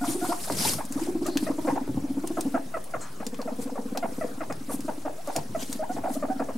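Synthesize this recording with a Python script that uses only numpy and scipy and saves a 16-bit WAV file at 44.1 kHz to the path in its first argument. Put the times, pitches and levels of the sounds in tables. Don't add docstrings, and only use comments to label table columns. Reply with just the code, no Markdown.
import sys
import numpy as np
from scipy import signal
from scipy.io import wavfile
from scipy.ndimage import uniform_filter1d

SR = 44100
rng = np.random.default_rng(int(sys.argv[2]) if len(sys.argv) > 2 else 0)


def unload_audio(sound):
    columns = np.transpose(np.atleast_2d(sound))
    steps = np.round(np.clip(columns, -1, 1) * 32767)
    wavfile.write(sys.argv[1], SR, steps.astype(np.int16))


N = 289737

# t/s, level/dB
PURR_THROBS = [(0.01, -27), (0.075, -25), (0.148, -23), (0.221, -25), (0.286, -24), (0.846, -31.5),
               (0.904, -28), (0.957, -22), (1.014, -23), (1.082, -22), (1.148, -22), (1.214, -23.5),
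               (1.282, -23.5), (1.356, -18), (1.426, -18), (1.499, -20), (1.582, -25.5), (1.646, -25),
               (1.723, -22.5), (1.811, -24), (1.89, -24.5), (1.97, -23.5), (2.038, -24), (2.1, -23.5),
               (2.169, -23), (2.237, -24.5), (2.301, -24.5), (2.376, -23), (2.449, -24), (2.539, -22),
               (3.202, -32), (3.263, -29), (3.326, -31), (3.388, -29), (3.453, -30), (3.516, -27.5),
               (3.585, -27), (3.653, -27.5), (3.718, -30.5), (3.785, -26.5), (3.853, -27.5), (3.917, -26),
               (3.98, -31), (4.043, -29), (4.118, -32), (4.179, -27.5), (4.243, -26.5), (4.312, -32),
               (4.375, -31), (4.499, -28.5), (4.607, -33), (4.682, -29.5), (4.74, -23.5), (4.79, -27.5),
               (4.847, -28.5), (4.888, -26), (4.977, -32), (5.453, -36), (5.568, -31.5), (5.626, -32),
               (5.692, -28.5), (5.751, -29.5), (5.819, -33), (5.898, -27.5), (5.945, -31.5), (5.986, -28.5),
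               (6.056, -36), (6.104, -25.5), (6.165, -25.5), (6.238, -28), (6.295, -24), (6.357, -28),
               (6.4, -25.5), (6.418, -29), (6.487, -33.5), (6.551, -26)]
# t/s, f/Hz, length/ms, overtones/dB, pitch arch/octaves
PURR_VOICE = [(0.02, 272.5, 47, -19, 0.71), (0.15, 332, 31, -24, 0.72), (0.29, 315, 26.5, -12, 0.97),
              (0.85, 228, 10, -27, 0.99), (1.009, 308.5, 24.6, -25, 0.58), (1.22, 337, 32.6, -11.5, 1),
              (1.429, 264.5, 10.2, -12, 0.076), (1.65, 309.5, 26.2, -5, 0.64),
              (1.81, 270.6, 18.6, -18, 0.29), (2.17, 280.6, 22, -10.5, 0.8), (2.235, 317, 19.4, -7.5, 0.95),
              (2.38, 318, 28, -7.5, 0.74), (2.449, 266, 43.5, -4.5, 0.78), (2.6, 262, 21, -8, 0.13),
              (3.19, 225.4, 16.6, -4.5, 0.058), (3.6, 246, 20.5, -4.5, 0.04), (4.3, 242, 9.6, -6, 0.063),
              (4.5, 270, 18, -27, .05), (4.75, 256, 9.8, -15, .05), (5.05, 304, 12, -9, 0.05),
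              (5.36, 302, 24, -3, .05), (5.46, 240, 16.5, -9.5, 0.06), (6.0, 253, 11, -10, .05),
              (6.12, 252, 15.3, -23, 0.14), (6.56, 231, 18.4, -17, .05)]
# third harmonic re second/dB, swell exponent (small = sharp start)
PURRERS = [(-5, 0.5), (-14, 0.85)]
# t/s, level/dB, f/Hz, glide/octaves, time to flick/ms, overtones/dB,
# third harmonic re second/dB, depth of strong-weak cycles, flick level/dB, flick f/Hz
CHUTS = [(.784, -32.5, 632, -0.5, 19.8, -5, -11, 1.7, -29, 892),
         (.975, -36.5, 548, -0.66, 18, 0, -20, 0.99, -36, 874),
         (1.257, -32, 608, 0.23, 21.6, -0.5, -11, 0.89, -32, 754),
         (1.466, -29, 634, 0.095, 20.4, -6.5, -0.5, .3, -28, 602),
         (1.677, -22, 539, -0.14, 17.4, -8.5, -5, 2.2, -24.5, 855),
         (1.756, -31, 717, -0.88, 17, -10, -22, 2.4, -24.5, 820),
         (2.37, -28, 642, -0.34, 17, -3.5, -34, 1.8, -32.5, 700),
         (2.543, -25, 675, -0.25, 26.7, -2, -15, 1.7, -27, 757),
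         (2.74, -30, 660, -0.012, 26.8, 1.5, -8, 0.96, -29, 594),
         (2.937, -29, 633, -0.56, 22, 1.5, -11, 1.3, -31.5, 695),
         (3.2, -38.5, 578, -0.3, 24.6, -2, -8, 2.4, -35, 766),
         (3.389, -34, 571, -0.45, 30.5, -3, -10, 1.1, -37, 745),
         (3.475, -29.5, 644, -0.31, 27, -10.5, -7, 0.98, -37, 795),
         (3.755, -32.5, 573, -0.29, 19.5, -6, -11, 0.86, -31, 795),
         (3.949, -32, 587, -0.56, 21.2, -6.5, -13, 1.5, -28, 760),
         (4.026, -26, 681, -0.33, 25, -8, -4, 1.4, -26.5, 740),
         (4.21, -27.5, 642, -0.23, 25, -8, -0.5, 0.42, -30.5, 630),
         (4.405, -32, 632, -0.52, 25, 0, -7, 2.2, -35.5, 840),
         (4.499, -30.5, 593, -0.48, 17, -3, -8, 2.4, -34.5, 773),
         (4.694, -33.5, 545, -0.71, 21.5, -1.5, -21, 2.1, -35, 734),
         (4.881, -27.5, 626, -0.27, 23, -11, -17, 2.8, -34.5, 800),
         (5.051, -28.5, 605, -0.23, 22, -9.5, -19, 2.03, -28, 740),
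         (5.274, -28, 581, -0.18, 21, -9, -17, 1.5, -29, 795),
         (5.355, -27, 650, -0.61, 23.4, -13, -2, 1.4, -28.5, 780),
         (5.548, -25, 654, -0.17, 22, -11, -6, 0.4, -41, 650),
         (5.964, -31, 592, -1.45, 12.9, -14, -10, 2, -32, 796),
         (6.037, -27.5, 652, -0.58, 16, -11, -22, 1.8, -24.5, 714),
         (6.07, -27, 695, -0.77, 24.2, -13, -24, 0.77, -29, 755),
         (6.225, -25, 581, -0.24, 21, -5.5, -14, 0.99, -29.5, 706),
         (6.395, -27.5, 620, -0.97, 21, -4.5, -16, 2.3, -27.5, 710),
         (6.486, -30, 545, -0.71, 14.7, -6, -12, 1.1, -32, 683)]
# t/s, level/dB, f/Hz
LONE_FLICKS = [(0.04, -28.5, 1103), (0.243, -29.5, 1076), (0.32, -23, 1057), (1.068, -34.5, 660),
               (3.692, -36.5, 770)]
# t/s, level/dB, f/Hz, glide/octaves, length/ms, overtones/dB
SINGLE_NOTES = [(0.012, -32.5, 709, -0.04, 73, -4), (0.213, -31.5, 723, 0.1, 56, -5),
                (0.294, -29, 702, 0.08, 55, -7), (.472, -36, 740, 0.94, 18.7, -7),
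                (.615, -38, 810, 0.19, 18, -16), (.649, -24.5, 886, 0.16, 12, -14),
                (1.509, -33, 560, 0.75, 11.3, -3.5), (1.707, -28, 940, 0.62, 9.1, -9),
                (1.671, -27.5, 697, -0.29, 7.2, -8), (3.673, -37.5, 505, -0.31, 11, -8),
                (5.096, -34, 601, 0.36, 15, -18), (5.18, -40.5, 667, 0.41, 31, -13),
                (5.793, -28, 641, 0.057, 34, -20), (5.822, -30, 815, 0.72, 26, -10),
                (5.894, -29, 724, 0.11, 29.4, -12.5), (6.154, -31, 637, 0.36, 21, -12),
                (6.284, -31.5, 616, -0.25, 25, -12), (6.3, -28, 760, -0.0051, 32.5, -12.5)]
# t of maximum/s, level/dB, time to swell 10 dB/ms, share of fine hiss (0-1)
FUR_STROKES = [(0.104, -32, 68, 0.3), (0.289, -35.5, 126, 0.37), (0.441, -35, 75, 0.45),
               (0.52, -36.5, 81, 0.4), (0.607, -29, 48, .23), (0.683, -24, 92, 0.33),
               (1.026, -41.5, 131, 0.13), (1.272, -39, 41, 0), (1.438, -41, 84, 0.3),
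               (1.68, -45.5, 140, 0.13), (2.277, -40, 9, 0.4), (2.415, -46.5, 173, 0.15),
               (3.628, -40, 32, 0.4), (4.19, -50, 200, 0.3), (4.734, -35, 30, 0.85), (4.87, -50, 221, 0.34),
               (5.285, -46, 31, 0), (5.375, -43.5, 88, 0.06), (5.622, -37, 47, 0), (5.725, -40.5, 76, 0.17),
               (5.949, -46.5, 56, 0), (6.143, -40, 47, 0.56)]
# f/Hz, level per Hz/dB
FINE_SPECTRUM = [(2500, -32), (8500, 2.5), (9300, 4), (10300, 3), (14000, -5.5), (16000, -28)]
# f/Hz, level per Hz/dB
COARSE_SPECTRUM = [(90, -47), (250, 4.5), (1200, -1), (2800, -5), (4800, -1), (7000, -1), (9500, -1.5),
                   (13000, -6.5), (16000, -23)]
# t/s, level/dB
FOOTFALLS = [(0.51, -37), (0.724, -37.5), (1.692, -38.5), (1.878, -33), (1.95, -34.5), (3.903, -41),
             (4.18, -42), (5.356, -36), (5.486, -39), (5.98, -45), (6.2, -46), (6.42, -54)]
# f/Hz, level per Hz/dB
THUMP_SPECTRUM = [(55, -34), (100, -6), (170, -3), (500, -19), (1500, -51)]
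# t/s, peak level/dB, band centre f/Hz
CLAW_TICKS = [(0.522, -23, 6000), (0.852, -28, 8500), (0.923, -24, 7750), (1.265, -22.5, 7900),
              (1.3721, -13.5, 4400), (2.2733, -25, 7600), (2.4082, -21, 8000), (2.8407, -32.5, 9900),
              (3.2658, -22, 6500), (3.344, -33, 1770), (3.416, -28.5, 5170), (3.9736, -21.5, 5000),
              (4.5245, -29, 6000), (4.806, -27.5, 7400), (5.273, -30, 8100), (5.3625, -13, 6500),
              (5.7275, -19, 7900)]
# t/s, starting level/dB, starting f/Hz
FOOT_KNOCKS = [(0.4997, -19, 894), (0.568, -35, 505), (0.597, -23.5, 387), (0.663, -30, 442),
               (0.751, -29, 295), (1.877, -26.5, 494), (1.944, -27.5, 407), (4.923, -35.5, 585)]
# t/s, length/s, level/dB, centre f/Hz, width/Hz
SCUFFS = [(0.067, 0.17, -39.5, 9400, 600), (0.58, 0.22, -36, 4920, 1200), (1.268, 0.24, -48.5, 4340, 900),
          (3.004, 0.14, -46, 1190, 890), (3.007, 0.062, -43.5, 7100, 2600), (3.012, 0.12, -61, 4190, 90),
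          (5.59, 0.085, -48, 3200, 900)]
# f/Hz, width/Hz, level/dB
TUNNEL_MODES = [(262, 34, 3.5), (337, 36, 0), (703, 110, -5)]
# f/Hz, t60/s
TAIL_T60 = [(200, 0.42), (1500, 0.1), (8000, 0.055)]
# f/Hz, level per Hz/dB
HUSH_SPECTRUM = [(20, 4.5), (34, -15), (65, -6), (250, -0.5), (1190, -7.5), (2200, -16), (4060, -23),
                 (10500, -29.5), (16000, -27)]
# f/Hz, likeness (0-1)
LIKENESS = [(60, 1), (400, 0.98), (900, 0.2), (3000, 0.49), (8000, 0.68), (14000, 0.45)]
# f/Hz, left re right/dB
STEREO_LEAN = [(400, 2), (2500, 1.5), (12000, 1)]

TAKEOVER_S, PURR_WOBBLE, CHUT_WOBBLE = 3.1, 0.045, 0.033
SINK_OCTAVES, SINK_PER_ARCH = 0.18, -0.04
RASP_RATIO = 0.75
PURR_MOUTH, CHUT_MOUTH = (730, 160, 0.07), (1950, 1100, 0.04)
FIRST_SHARE = 0.88
GLIDE_LATE = 1.98
FLICK_MS, FLICK_OCTAVES, FLICK_UNEVEN = 11.48, 0.72, 1
FLICK_DULLER_DB = -6.5
LONE_OCTAVES, LONE_OVERTONE_DB = 1, -50
THIRD_DB, THIRD_DB_PER_MS = -8, -0.451
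SINGLE_UNEVEN = 0.32
FADE_RATIO = 0.75
STIR_DB, STIR_FINE = -52.5, 0.14
KNOCK_T60_S, KNOCK_SINK_S, KNOCK_LOW_HZ = 0.083, 0.0067, 188
HUSH_DB, ELECTRIC_DB, ELECTRIC_HZ = -48.5, -72, 15625
OFFSET, EDGE_HZ = -0.0179, 16100


def gain_of(db):
    return 10 ** (np.asarray(db) / 20)


def evened(x):
    return x / np.sqrt(np.mean(x ** 2) + 1e-20)


def read(points, hz):
    f, value = np.transpose(points)
    return np.interp(np.log(hz + 1), np.log(f + 1), value)


def likeness(hz):
    return np.clip(read(LIKENESS, hz), 0, 1)[:, None]


def add(mix, s, sound):
    part = mix[round(s * SR):][:len(sound)]
    part += sound[:len(part)]


def resonate(x, hz, width_hz):
    r = np.exp(-np.pi * abs(width_hz) / SR)
    pole = r * np.exp(2j * np.pi * hz / SR)
    return 2 * signal.lfilter([1 - r], [1, -pole], x).real


def noise(colour, patchy_db, size):
    hop = size // 4
    hz = np.fft.rfftfreq(size, 1 / SR)
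    a, b, c, d, patches = rng.standard_normal((N // hop + 5, len(hz), 5)).T
    patches = uniform_filter1d(patches, size=9, axis=0)
    patches = evened(uniform_filter1d(patches, size=9, axis=1))
    same = likeness(hz)
    left = a + 1j * b
    right = same * left + np.sqrt(1 - same ** 2) * (c + 1j * d)
    lean_db = np.multiply.outer([0.5, -0.5], read(STEREO_LEAN, hz))[..., None]
    level_db = read(colour, hz)[:, None] + patchy_db * patches + lean_db
    spectra = np.array([left, right]) * gain_of(level_db)
    return evened(signal.istft(spectra, nperseg=size, noverlap=size - hop)[1][:, :N])


def purr():
    out = np.zeros(N)
    when, *voice = np.transpose(PURR_VOICE)
    for s, db in PURR_THROBS:
        hz, ms, overtone_db, arch = (np.interp(s, when, c) for c in voice)
        third_db, peak = PURRERS[int(s > TAKEOVER_S)]
        overtone_db += 4 * rng.standard_normal()
        hz *= 1 + 0.025 * rng.standard_normal()
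        fall = SINK_OCTAVES + SINK_PER_ARCH * arch

        def bend(u):
            return arch * (np.sin(np.pi * u) - 0.8) - fall * (u - 0.5)

        add(out, s, call(db, hz, ms, bend, overtone_db, third_db, rough=PURR_WOBBLE,
                         half=0.4, peak=peak, flat=0.72, mouth=PURR_MOUTH))
    return out


def chuts():
    notes = []
    for s, db, hz, glide, ms, over_db, third_db, half, flick_db, flick_hz in CHUTS:
        notes.append((s, db, hz, glide, FIRST_SHARE * ms, over_db, third_db, half, GLIDE_LATE))
        notes.append((s + ms / 1000, flick_db, flick_hz, FLICK_OCTAVES, FLICK_MS,
                      over_db + FLICK_DULLER_DB, third_db, FLICK_UNEVEN, 1))
    for row in LONE_FLICKS:
        notes.append((*row, LONE_OCTAVES, FLICK_MS, LONE_OVERTONE_DB, THIRD_DB, FLICK_UNEVEN, 1))
    for row in SINGLE_NOTES:
        third_db = THIRD_DB + THIRD_DB_PER_MS * row[4]
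        notes.append((*row, third_db, SINGLE_UNEVEN, 1))

    out = np.zeros(N)
    for s, db, hz, glide, ms, overtone_db, third_db, half, late in notes:
        def bend(u):
            return glide * (u ** late - 0.5 ** late)

        add(out, s, call(db, hz, ms, bend, overtone_db, third_db, rough=CHUT_WOBBLE,
                         half=half, peak=0.71, flat=0.36, mouth=CHUT_MOUTH))
    return signal.lfilter(*signal.butter(4, 2500, fs=SR), out)


def call(db, hz, ms, bend, overtone_db, third_db, rough, half, peak, flat, mouth):
    u = np.linspace(0, 1, round(max(ms, 5) * SR / 1000))
    shake, air = rng.standard_normal((2, 3500))
    shake = evened(uniform_filter1d(shake, size=60))[:len(u)]
    pitch_hz = hz * 2 ** bend(u) * (1 + rough * shake)
    phase = 2 * np.pi * np.cumsum(pitch_hz) / SR
    upper = np.cos(2 * phase) + gain_of(third_db) * (np.cos(3 * phase) + 0.4 * np.cos(4 * phase))
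    folds = np.cos(phase) + gain_of(overtone_db - 0.11 * ms * u) * upper

    puffs = (1 + np.cos(phase / 2)) ** 2
    rasp = evened(resonate(air, RASP_RATIO * hz, RASP_RATIO * hz))[:len(u)] * puffs
    mouth_hz, width_hz, share = mouth
    breath = resonate(resonate(air[::-1], mouth_hz, width_hz), mouth_hz, width_hz)
    grit = evened(breath)[:len(u)] * puffs

    uneven = half * u ** (2.2 / max(half, 0.5))
    voiced = folds * (1 + uneven * np.sin(phase / 2))
    airy = 0.062 * uneven * rasp + share * (0.5 + uneven) * grit
    swell = abs(np.sin(np.pi * u ** peak)) ** flat
    return gain_of(db) * (voiced + airy) * swell


def bodies():
    t = np.arange(N) / SR
    brushing, fine = stroking(t)
    fibres = gain_of(3.23 * rng.exponential(1, N)) * (rng.random(N) < 900 / SR)
    grain = evened(1 + 0.035 * signal.oaconvolve(fibres, np.exp(-t[:400] / 0.0073))[:N])
    steps = gain_of(-56 + 5.0 * rng.random(N)) * (rng.random(N) < 12 / SR)
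    for s, db in FOOTFALLS:
        add(steps, s, gain_of([db]))
    push = t[:5000] / 0.016
    push = push * np.exp(1 - push)
    weight = signal.oaconvolve(steps, push)[:N] + 0.29 * brushing
    fine_hiss = noise(FINE_SPECTRUM, patchy_db=2.8, size=256)
    coarse_drag = noise(COARSE_SPECTRUM, patchy_db=2.8, size=256)
    strokes = np.sqrt(fine) * fine_hiss + np.sqrt(1 - fine) * coarse_drag
    return brushing * grain * strokes + weight * noise(THUMP_SPECTRUM, patchy_db=1.0, size=2048)


def stroking(t):
    power = np.full(len(t), gain_of(2 * STIR_DB))
    hiss = STIR_FINE * power
    for s, db, ms, fine in FUR_STROKES:
        away_ms = 1000 * np.maximum(s - t, (t - s) / FADE_RATIO)
        part = gain_of(2 * (db - 10 * (away_ms / ms) ** 1.18))
        power = power + part
        hiss = hiss + fine * part
    return np.sqrt(power), np.clip(hiss / power, 0, 1)


def claws():
    out, t = np.zeros(N), np.arange(1300) / SR
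    for s, db, hz in CLAW_TICKS:
        envelope = gain_of(-60 * t / 0.02) * np.minimum(t / 0.00041, 1)
        snap = rng.standard_normal(len(t)) * envelope
        snap = resonate(resonate(snap, hz, 3260), hz, 17000)
        add(out, s, gain_of(db) * snap / abs(snap).max())
    return out


def knocks():
    out, t = np.zeros(N), np.arange(3000) / SR
    for s, db, start_hz in FOOT_KNOCKS:
        hz = KNOCK_LOW_HZ + (start_hz - KNOCK_LOW_HZ) * np.exp(-t / KNOCK_SINK_S)
        rough = 1 + 0.39 * evened(uniform_filter1d(rng.standard_normal(len(t)), size=50))
        tone = np.sin(2 * np.pi * np.cumsum(hz * rough) / SR)
        add(out, s, gain_of(db - 60 * t / KNOCK_T60_S) * tone)
    return out


def scuff():
    out = np.zeros(N)
    for s, length_s, db, hz, width_hz in SCUFFS:
        u = np.linspace(0, 1, round(length_s * SR))
        air = resonate(resonate(rng.standard_normal(SR // 2), hz, width_hz), hz, width_hz)
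        add(out, s, gain_of(db) * evened(air)[:len(u)] * np.sin(np.pi * u ** 0.42))
    return out


def tail(x):
    taps = np.zeros((2, SR // 2))
    at = np.arange(80, SR // 2 - 20, 20)
    at = at + rng.integers(0, 20, (2, len(at)))
    signs = rng.choice([-1., 1.], at.shape)
    np.put_along_axis(taps, at, signs, 1)
    hz, t, z = signal.stft(taps, SR, nperseg=512)
    same = likeness(hz) ** 2
    z[1] = same * z[0] + np.sqrt(1 - same ** 2) * z[1]
    decay = gain_of(-60 * t / read(TAIL_T60, hz)[:, None])
    fading = signal.istft(z * decay, SR, nperseg=512)[1]
    return signal.oaconvolve(x[None], fading / np.linalg.norm(fading[0]), axes=1)[:, :N]


def electric_whine():
    return gain_of(ELECTRIC_DB) * np.sin(2 * np.pi * ELECTRIC_HZ * np.arange(N) / SR)


def scene():
    low, high, ticks, bumps = purr(), chuts(), claws(), knocks()
    ring = sum(gain_of(db) * resonate(low + high, hz, width_hz) for hz, width_hz, db in TUNNEL_MODES)
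    repeat = np.roll(high, shift=12)
    side = np.array([high, 0.89 * high + 0.33 * repeat])
    scratches = (ticks + scuff()) * gain_of([[1.2], [-1.2]])
    near = gain_of(-5) * low + bumps + ring + side + scratches
    wet = tail(gain_of(-11) * low + gain_of(-9.0) * bumps + gain_of(-8.5) * high + gain_of(-4.0) * ticks)
    no_bass = signal.butter(4, 70, "high", fs=SR, output="sos")
    near = signal.sosfilt(no_bass, near + wet + bodies())
    hush = gain_of(HUSH_DB) * noise(HUSH_SPECTRUM, patchy_db=3.5, size=1024)
    return near + hush + electric_whine()


def record(dry):
    band = signal.firwin(511, EDGE_HZ, window=("kaiser", 9), fs=SR)
    return OFFSET + signal.oaconvolve(dry, band[None], "same")


dry = scene()
out = record(dry)
unload_audio(out)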